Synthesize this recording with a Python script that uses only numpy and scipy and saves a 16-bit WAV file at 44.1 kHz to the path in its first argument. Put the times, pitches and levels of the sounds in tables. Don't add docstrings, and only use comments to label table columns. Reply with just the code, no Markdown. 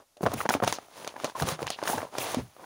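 import sys
import numpy as np
from scipy import signal
from scipy.io import wavfile
from scipy.ndimage import uniform_filter1d

SR = 44100
rng = np.random.default_rng(int(sys.argv[2]) if len(sys.argv) > 2 else 0)


def undo_db(level):
    steps = np.asarray(level, float) / 20
    return 10 ** steps


def generate_wav(signal):
    frames = np.transpose(np.atleast_2d(signal))
    scaled = np.clip(frames, -1, 1) * 32767
    pcm = np.round(scaled).astype(np.int16)
    wavfile.write(sys.argv[1], SR, pcm)


N = 116865


def evened(x):
    return x / np.sqrt(np.mean(x ** 2) + 1e-20)


def colour(x, points):
    f, db = np.transpose(points)
    hz = abs(np.fft.fftfreq(4096, 1 / SR))
    log_gain = np.interp(np.log(hz + 1), np.log(f + 1), db) * np.log(10) / 20
    phase = -signal.hilbert(log_gain).imag
    taps = np.fft.ifft(np.exp(log_gain + 1j * phase)).real[:2048]
    return signal.oaconvolve(x, taps)[:len(x)]


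def passed(x, order, hz, kind):
    return signal.sosfilt(signal.butter(order, hz, kind, fs=SR, output="sos"), x)


def add(mix, s, sound):
    part = mix[round(s * SR):][:len(sound)]
    part += sound[:len(part)]


# (frequency [Hz], level [dB])
ROOM_TONE = [(40, -3), (300, -8), (650, -3), (2000, -13), (6500, -9), (8000, -13), (10000, -10),
             (15500, -18)]


def room_tone():
    return undo_db(-69) * evened(colour(rng.standard_normal(N), ROOM_TONE))


# (time [s], peak level [dB], ring [Hz], boards against the ring [dB])
STAMPS = [(0.232, -27, 176.5, -7), (.339, -31.5, 223, -10.5), (0.457, -41.5, 210, -28),
          (0.491, -26.5, 241, -29), (0.551, -25.5, 281, -41), (0.6241, -25, 214, -13),
          (1.245, -45, 266, -33), (1.415, -27.5, 153.4, -5), (1.521, -32.5, 155, -34),
          (1.621, -40, 142, -8), (1.827, -41, 308, -21), (1.94, -33.5, 248, -14.5), (2.183, -42, 124, -20),
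          (2.370, -21, 248.5, -15.5)]


def thud(peak_db, hz, board_db, noise):
    push_cycles, rumble_s, rumble_db = 3.2, 0.019, -16
    board_hz, board_s = 78.7, 0.022
    t = np.arange(len(noise)) / SR
    push = np.sin(2 * np.pi * hz * t) * np.exp(-t * hz / push_cycles) * (1 - np.exp(-t / 0.00022))
    rumble = evened(passed(noise, 1, [0.45 * hz, 2.2 * hz], "band"))
    rumble = rumble * t / rumble_s * np.exp(1 - t / rumble_s - t / 0.05)
    board = evened(passed(noise[::-1], 2, [0.5 * board_hz, 1.7 * board_hz], "band"))
    board = board * t / board_s * np.exp(1 - t / board_s)
    return undo_db(peak_db + 2.5) * (push + undo_db(rumble_db) * rumble + undo_db(board_db) * board)


# (time [s], length [s], level [dB], first pitch [Hz], last pitch [Hz])
PEEL_RUNS = [
    (0.377, 0.031, -47.5, 2455, 3300),
    (0.496, 0.0073, -37, 5950, 6000),
    (0.689, 0.035, -50, 3320, 3800),
    (0.735, 0.048, -45.5, 6200, 4500),
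    (1.086, 0.023, -53, 3020, 4200),
    (1.251, 0.027, -46, 6070, 3200),
    (1.675, .022, -40.5, 2330, 6000),
    (1.713, 0.054, -43, 3860, 3300),
    (2.198, 0.092, -44.5, 3000, 2600),
]


def peel(length, level_db, first_hz, last_hz, chance):
    ticks_per_s, tick_cycles, pitch_spread = 1600, 2.2, 0.3
    count = round(ticks_per_s * length) + 1
    at, size_db, detune, phase = chance[:count].T[:, :, None]
    t = np.arange(round((length + 0.004) * SR)) / SR
    hz = first_hz * (last_hz / first_hz) ** at * np.exp(pitch_spread * (2 * detune - 1))
    age = np.maximum(t - at * length, 0) * hz / tick_cycles
    size = undo_db(-14 * size_db) * np.sin(np.pi * at ** 0.4)
    ticks = size * age * np.exp(-2 * age) * np.sin(2 * np.pi * (hz * t + phase))
    return undo_db(level_db) * evened(ticks.sum(0))


# (time [s], length [s], level [dB], pitch [Hz])
CHATTERS = [
    (0.167, 0.035, -54.5, 593),
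    (0.404, 0.0047, -19.5, 1273),
    (1.35, 0.027, -35.5, 1064),
    (1.929, 0.018, -27.5, 830),
]


def chatter(length, level_db, hz, noise):
    t = np.arange(round(length * SR)) / SR
    wobble = evened(uniform_filter1d(noise[:len(t)], 90))
    tone = np.sin(2 * np.pi * np.cumsum(hz * (1 + 0.059 * wobble)) / SR)
    swell = np.sin(np.pi * (t / length) ** 0.47) ** 0.5
    return undo_db(level_db + 1.0 + 4.4 * wobble[::-1]) * tone * swell


def grit(per_s, spread_db, smooth, clump_db, clump_s):
    hit, size = rng.random(N), rng.exponential(1, N)
    rub, clump = rng.standard_normal(N), rng.standard_normal(N)
    sizes = undo_db(spread_db * np.minimum(size, 2.5))
    clicks = evened((hit < per_s / SR) * sizes * np.sign(rub))
    wide = max(round(clump_s * SR), 2)
    clumps = evened(uniform_filter1d(uniform_filter1d(clump, wide), wide))
    return (clicks + smooth * rub) * undo_db(clump_db * clumps)


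# (frequency [Hz], level [dB])
CRACKLE_TONE = [(300, -12.5), (1200, 8), (3500, 6.5), (6000, 2), (9000, 0.5), (16000, -19)]
# (frequency [Hz], level [dB])
RUSTLE_TONE = [(60, 2.5), (150, -2.5), (350, 3), (620, 7), (1000, 5.5), (1600, -7), (3500, -28)]
# (frequency [Hz], level [dB])
FIZZ_TONE = [(2000, -43), (7000, -1.5), (12000, 0.5), (16000, -2.5)]
FOLLOW_POWERS = [1., 1., 3.4]
# (middle [s], half length [s], crackle [dB], sheet rustle [dB], fine fizz [dB])
DRAGS = [(0., 0.041, -66.5, -55, -74), (0.236, 0.028, -69, -45, -43.5), (0.317, 0.041, -49, -40.5, -72),
         (0.339, 0.0076, -45, -32, -35.5), (0.404, 0.063, -46, -40.5, -39.5),
         (0.496, 0.0061, -32, -45, -30), (0.53, 0.029, -37.5, -39, -34), (0.559, 0.015, -49, -30.5, -61),
         (0.636, 0.015, -69, -24, -44), (0.686, 0.027, -36, -38, -39), (0.725, 0.057, -45, -44.5, -45),
         (0.798, 0.079, -60, -54.5, -77), (1.006, 0.1, -51, -49, -55), (1.094, 0.051, -53.5, -52, -70),
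         (1.219, 0.073, -56.5, -46, -59), (1.26, 0.064, -47.5, -45.5, -58), (1.373, 0.021, -49, -50, -50),
         (1.411, 0.047, -44, -35.5, -40.5), (1.50, 0.056, -36.5, -35, -38), (1.62, 0.05, -52, -41.5, -50.5),
         (1.715, 0.039, -48, -47.5, -53), (1.807, 0.069, -53.5, -49, -72),
         (1.904, 0.075, -40.5, -35, -33.5), (1.965, 0.11, -47.5, -37, -47),
         (2.223, 0.061, -40.5, -36.5, -36.5), (2.307, 0.07, -39, -38, -42.5),
         (2.414, 0.076, -60.5, -63, -57.5), (2.167, 0.053, -51, -42.5, -56),
         (2.643, 0.076, -64, -48.5, -64)]


def scuff():
    edge_db, swell_shape = -12.5, 2.6
    settle_s, settle_db = 0.206, -65
    mid, half, *layers_db = np.array(DRAGS).T[:, :, None]
    t = np.arange(N) / SR
    swell = undo_db(2 * edge_db * np.minimum(abs(t - mid) / half, 5) ** swell_shape)
    settle = undo_db(2 * settle_db) * (t > settle_s)
    crackle = grit(per_s=3000, spread_db=-1, smooth=0.96, clump_db=2.0, clump_s=0.00068)
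    rustle = grit(per_s=3100, spread_db=10.0, smooth=1.0, clump_db=2.5, clump_s=0.0043)
    fizz = grit(per_s=8000, spread_db=2.5, smooth=1.5, clump_db=1.5, clump_s=0.003)
    layers = [(crackle, CRACKLE_TONE), (rustle, RUSTLE_TONE), (fizz, FIZZ_TONE)]
    total = np.zeros(N)
    for (sound, tone), db, power in zip(layers, layers_db, FOLLOW_POWERS):
        strength = np.sqrt((swell ** power * undo_db(2 * db)).sum(0) + settle)
        total += strength * evened(colour(sound, tone))
    return total


# (time [s], peak level [dB], ring [Hz], crack against the ring [dB])
SNAPS = [(.170, -46.5, 626, -5), (.208, -26.5, 380, -26), (.2305, -19, 580, -23),
         (.2555, -18.5, 610, -28), (.2625, -10.5, 874, -22), (.271, -14.5, 670, -42),
         (.317, -23.5, 620, -16), (.339, -26.5, 291, -8.5), (.404, -24.5, 1130, -21),
         (.455, -16.5, 580, -30), (.490, -9.5, 1000, -14), (.505, -12, 820, -38),
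         (.539, -12, 1314, -16), (.550, -16.5, 650, -18), (.601, -21.5, 740, -37),
         (.624, -14, 586, -49), (.637, -14.5, 855, -16), (.646, -31, 915, 0),
         (.6765, -12.5, 720, -10), (.7252, -15, 985, -8.5), (.785, -25.5, 720, -20),
         (.884, -42, 710, -25), (1.046, -32, 530, -5.5), (1.0755, -25.5, 656, -5),
         (1.14, -36, 634, -20), (1.164, -27, 940, -22), (1.1995, -28.5, 1280, -15),
         (1.244, -16.5, 610, -8.5), (1.251, -22.5, 720, -11), (1.2975, -29, 905, -16),
         (1.352, -34, 690, -19), (1.399, -21, 940, -10.5), (1.422, -17, 684, -10),
              (1.471, -29.5, 440, -6), (1.487, -20.5, 1240, -4), (1.5909, -25, 720, -35),
              (1.628, -22, 522, -14), (1.668, -25, 1100, -6.5), (1.676, -24, 930, -13),
              (1.7027, -20, 740, -5), (1.788, -25.5, 1037, -44), (1.817, -29, 880, -23),
              (1.8265, -19.5, 610, -22), (1.836, -26, 825, -6), (1.855, -22, 970, -19),
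              (1.878, -20.5, 1010, -5), (1.891, -22, 850, -25), (1.898, -16.5, 734, -22),
              (1.932, -31, 865, -21), (1.9806, -19, 890, -16.5), (2.004, -26, 1040, -38),
              (2.018, -25, 1210, -36), (2.029, -22.5, 633, -22), (2.051, -31.5, 606, -25),
              (2.1516, -24.5, 780, -38), (2.183, -19.5, 588, -5), (2.345, -18.5, 620, -9),
              (2.565, -38.5, 686, -18), (2.642, -35.5, 850, -28)]
# (time [s], peak level [dB], ring [Hz], crack against the ring [dB])
MORE_SNAPS = [(0.22, -47, 895, -2), (0.4089, -24, 1530, -22), (.4125, -19, 1110, -28),
              (.4525, -27, 920, -23), (0.4614, -18, 890, -38), (.497, -17.5, 910, -10.5),
              (.5105, -21, 870, -24), (.630, -22, 630, -35), (.667, -25, 890, -18), (.6735, -22, 755, -30),
              (.679, -20, 925, -9), (1.069, -28.5, 810, -32), (1.1604, -33, 900, -24),
              (1.236, -27, 640, -28), (1.257, -26, 690, -26), (1.279, -31, 605, -30),
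              (1.605, -28, 720, -27), (1.619, -25, 430, -15), (1.664, -31, 1510, -25),
              (1.793, -35, 900, -30), (1.8747, -16, 1620, -21), (2.388, -28.5, 380, -44),
              (2.398, -32, 517, -40), (0.2361, -18.5, 426, -20), (.2665, -10.5, 605, -40),
              (.2765, -22.5, 574, -32), (0.285, -24.5, 640, -24), (.342, -26.5, 406, -20),
              (1.4261, -25, 540, -29), (1.431, -19, 705, -29), (1.364, -36, 1060, -30),
              (1.987, -25, 790, -28), (2.186, -30.5, 790, -27)]


def snap(peak_db, hz, crack_db, noise):
    ring_cycles, overtone, overtone_db = 1.46, 1.727, -6
    flip_s, flip_size, crack_s = 0.00006, 3.0, 0.00095
    tail_s, tail_db = 0.01, -13
    rattle_s, rattle_db = 0.0028, -12
    t = np.arange(noise.shape[1]) / SR
    turn = 2 * np.pi * hz * t
    ring = np.sin(turn) + undo_db(overtone_db) * np.sin(overtone * turn)
    ring = ring * np.exp(-t * hz / ring_cycles)

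    dull_hz = min(8000 * undo_db(0.25 * crack_db), 0.4 * SR)
    dull = evened(passed(noise[0], 2, dull_hz, "low"))
    flip = flip_size * (t / flip_s - 1) * np.exp(-t / flip_s)
    spit = undo_db(crack_db) * noise[0] * np.exp(-t / 0.00015)
    tail = dull * (np.exp(-t / crack_s) + undo_db(tail_db) * np.exp(-t / tail_s))
    crack = passed(flip + spit + tail, 1, 1200, "high")

    rattle = evened(passed(noise[1], 1, [0.6 * hz, 1.6 * hz], "band"))
    rattle = rattle * np.exp(-t / rattle_s) * (1 - np.exp(-t / 0.002))
    body = passed(undo_db(rattle_db) * rattle - 1.13 * ring, 2, 0.26 * hz, "high")
    return undo_db(peak_db) * (body + undo_db(crack_db + 4.0) * crack)


def scene():
    snap_lag_s = 0.0006
    mix = scuff()
    main_snaps = SNAPS
    for (s, *how), noise in zip(main_snaps, rng.standard_normal((len(main_snaps), 2, 3000))):
        add(mix, s + snap_lag_s, snap(*how, noise))
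    for (s, *how), noise in zip(STAMPS, rng.standard_normal((len(STAMPS), 9000))):
        add(mix, s, thud(*how, noise))
    for (s, *how), noise in zip(CHATTERS, rng.standard_normal((len(CHATTERS), 3000))):
        add(mix, s, chatter(*how, noise))
    for (s, *how), noise in zip(MORE_SNAPS, rng.standard_normal((len(MORE_SNAPS), 2, 3000))):
        add(mix, s + snap_lag_s, snap(*how, noise))
    for (s, *how), chance in zip(PEEL_RUNS, rng.random((len(PEEL_RUNS), 200, 4))):
        add(mix, s, peel(*how, chance))
    return np.array([mix, mix])


# (frequency [Hz], level [dB])
MIC_TONE = [(28, -34), (45, -16), (100, 0), (5000, 0), (6500, 2), (8000, -6), (10000, 3), (13200, -13),
            (14700, 3)]


def microphone(x):
    return colour(x, MIC_TONE)


def top_cut(x):
    return signal.sosfilt(signal.butter(12, 16980, fs=SR, output="sos"), x)


def record(dry):
    ceiling, edge_hz = 0.5, 15800
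    x = microphone(dry[0]) + room_tone()
    x = ceiling * np.tanh(x / ceiling)
    x = signal.oaconvolve(x, signal.firwin(255, edge_hz, window=("kaiser", 5), fs=SR), "same")
    return top_cut(np.array([x, x]))


dry = scene()
out = record(dry)
generate_wav(out)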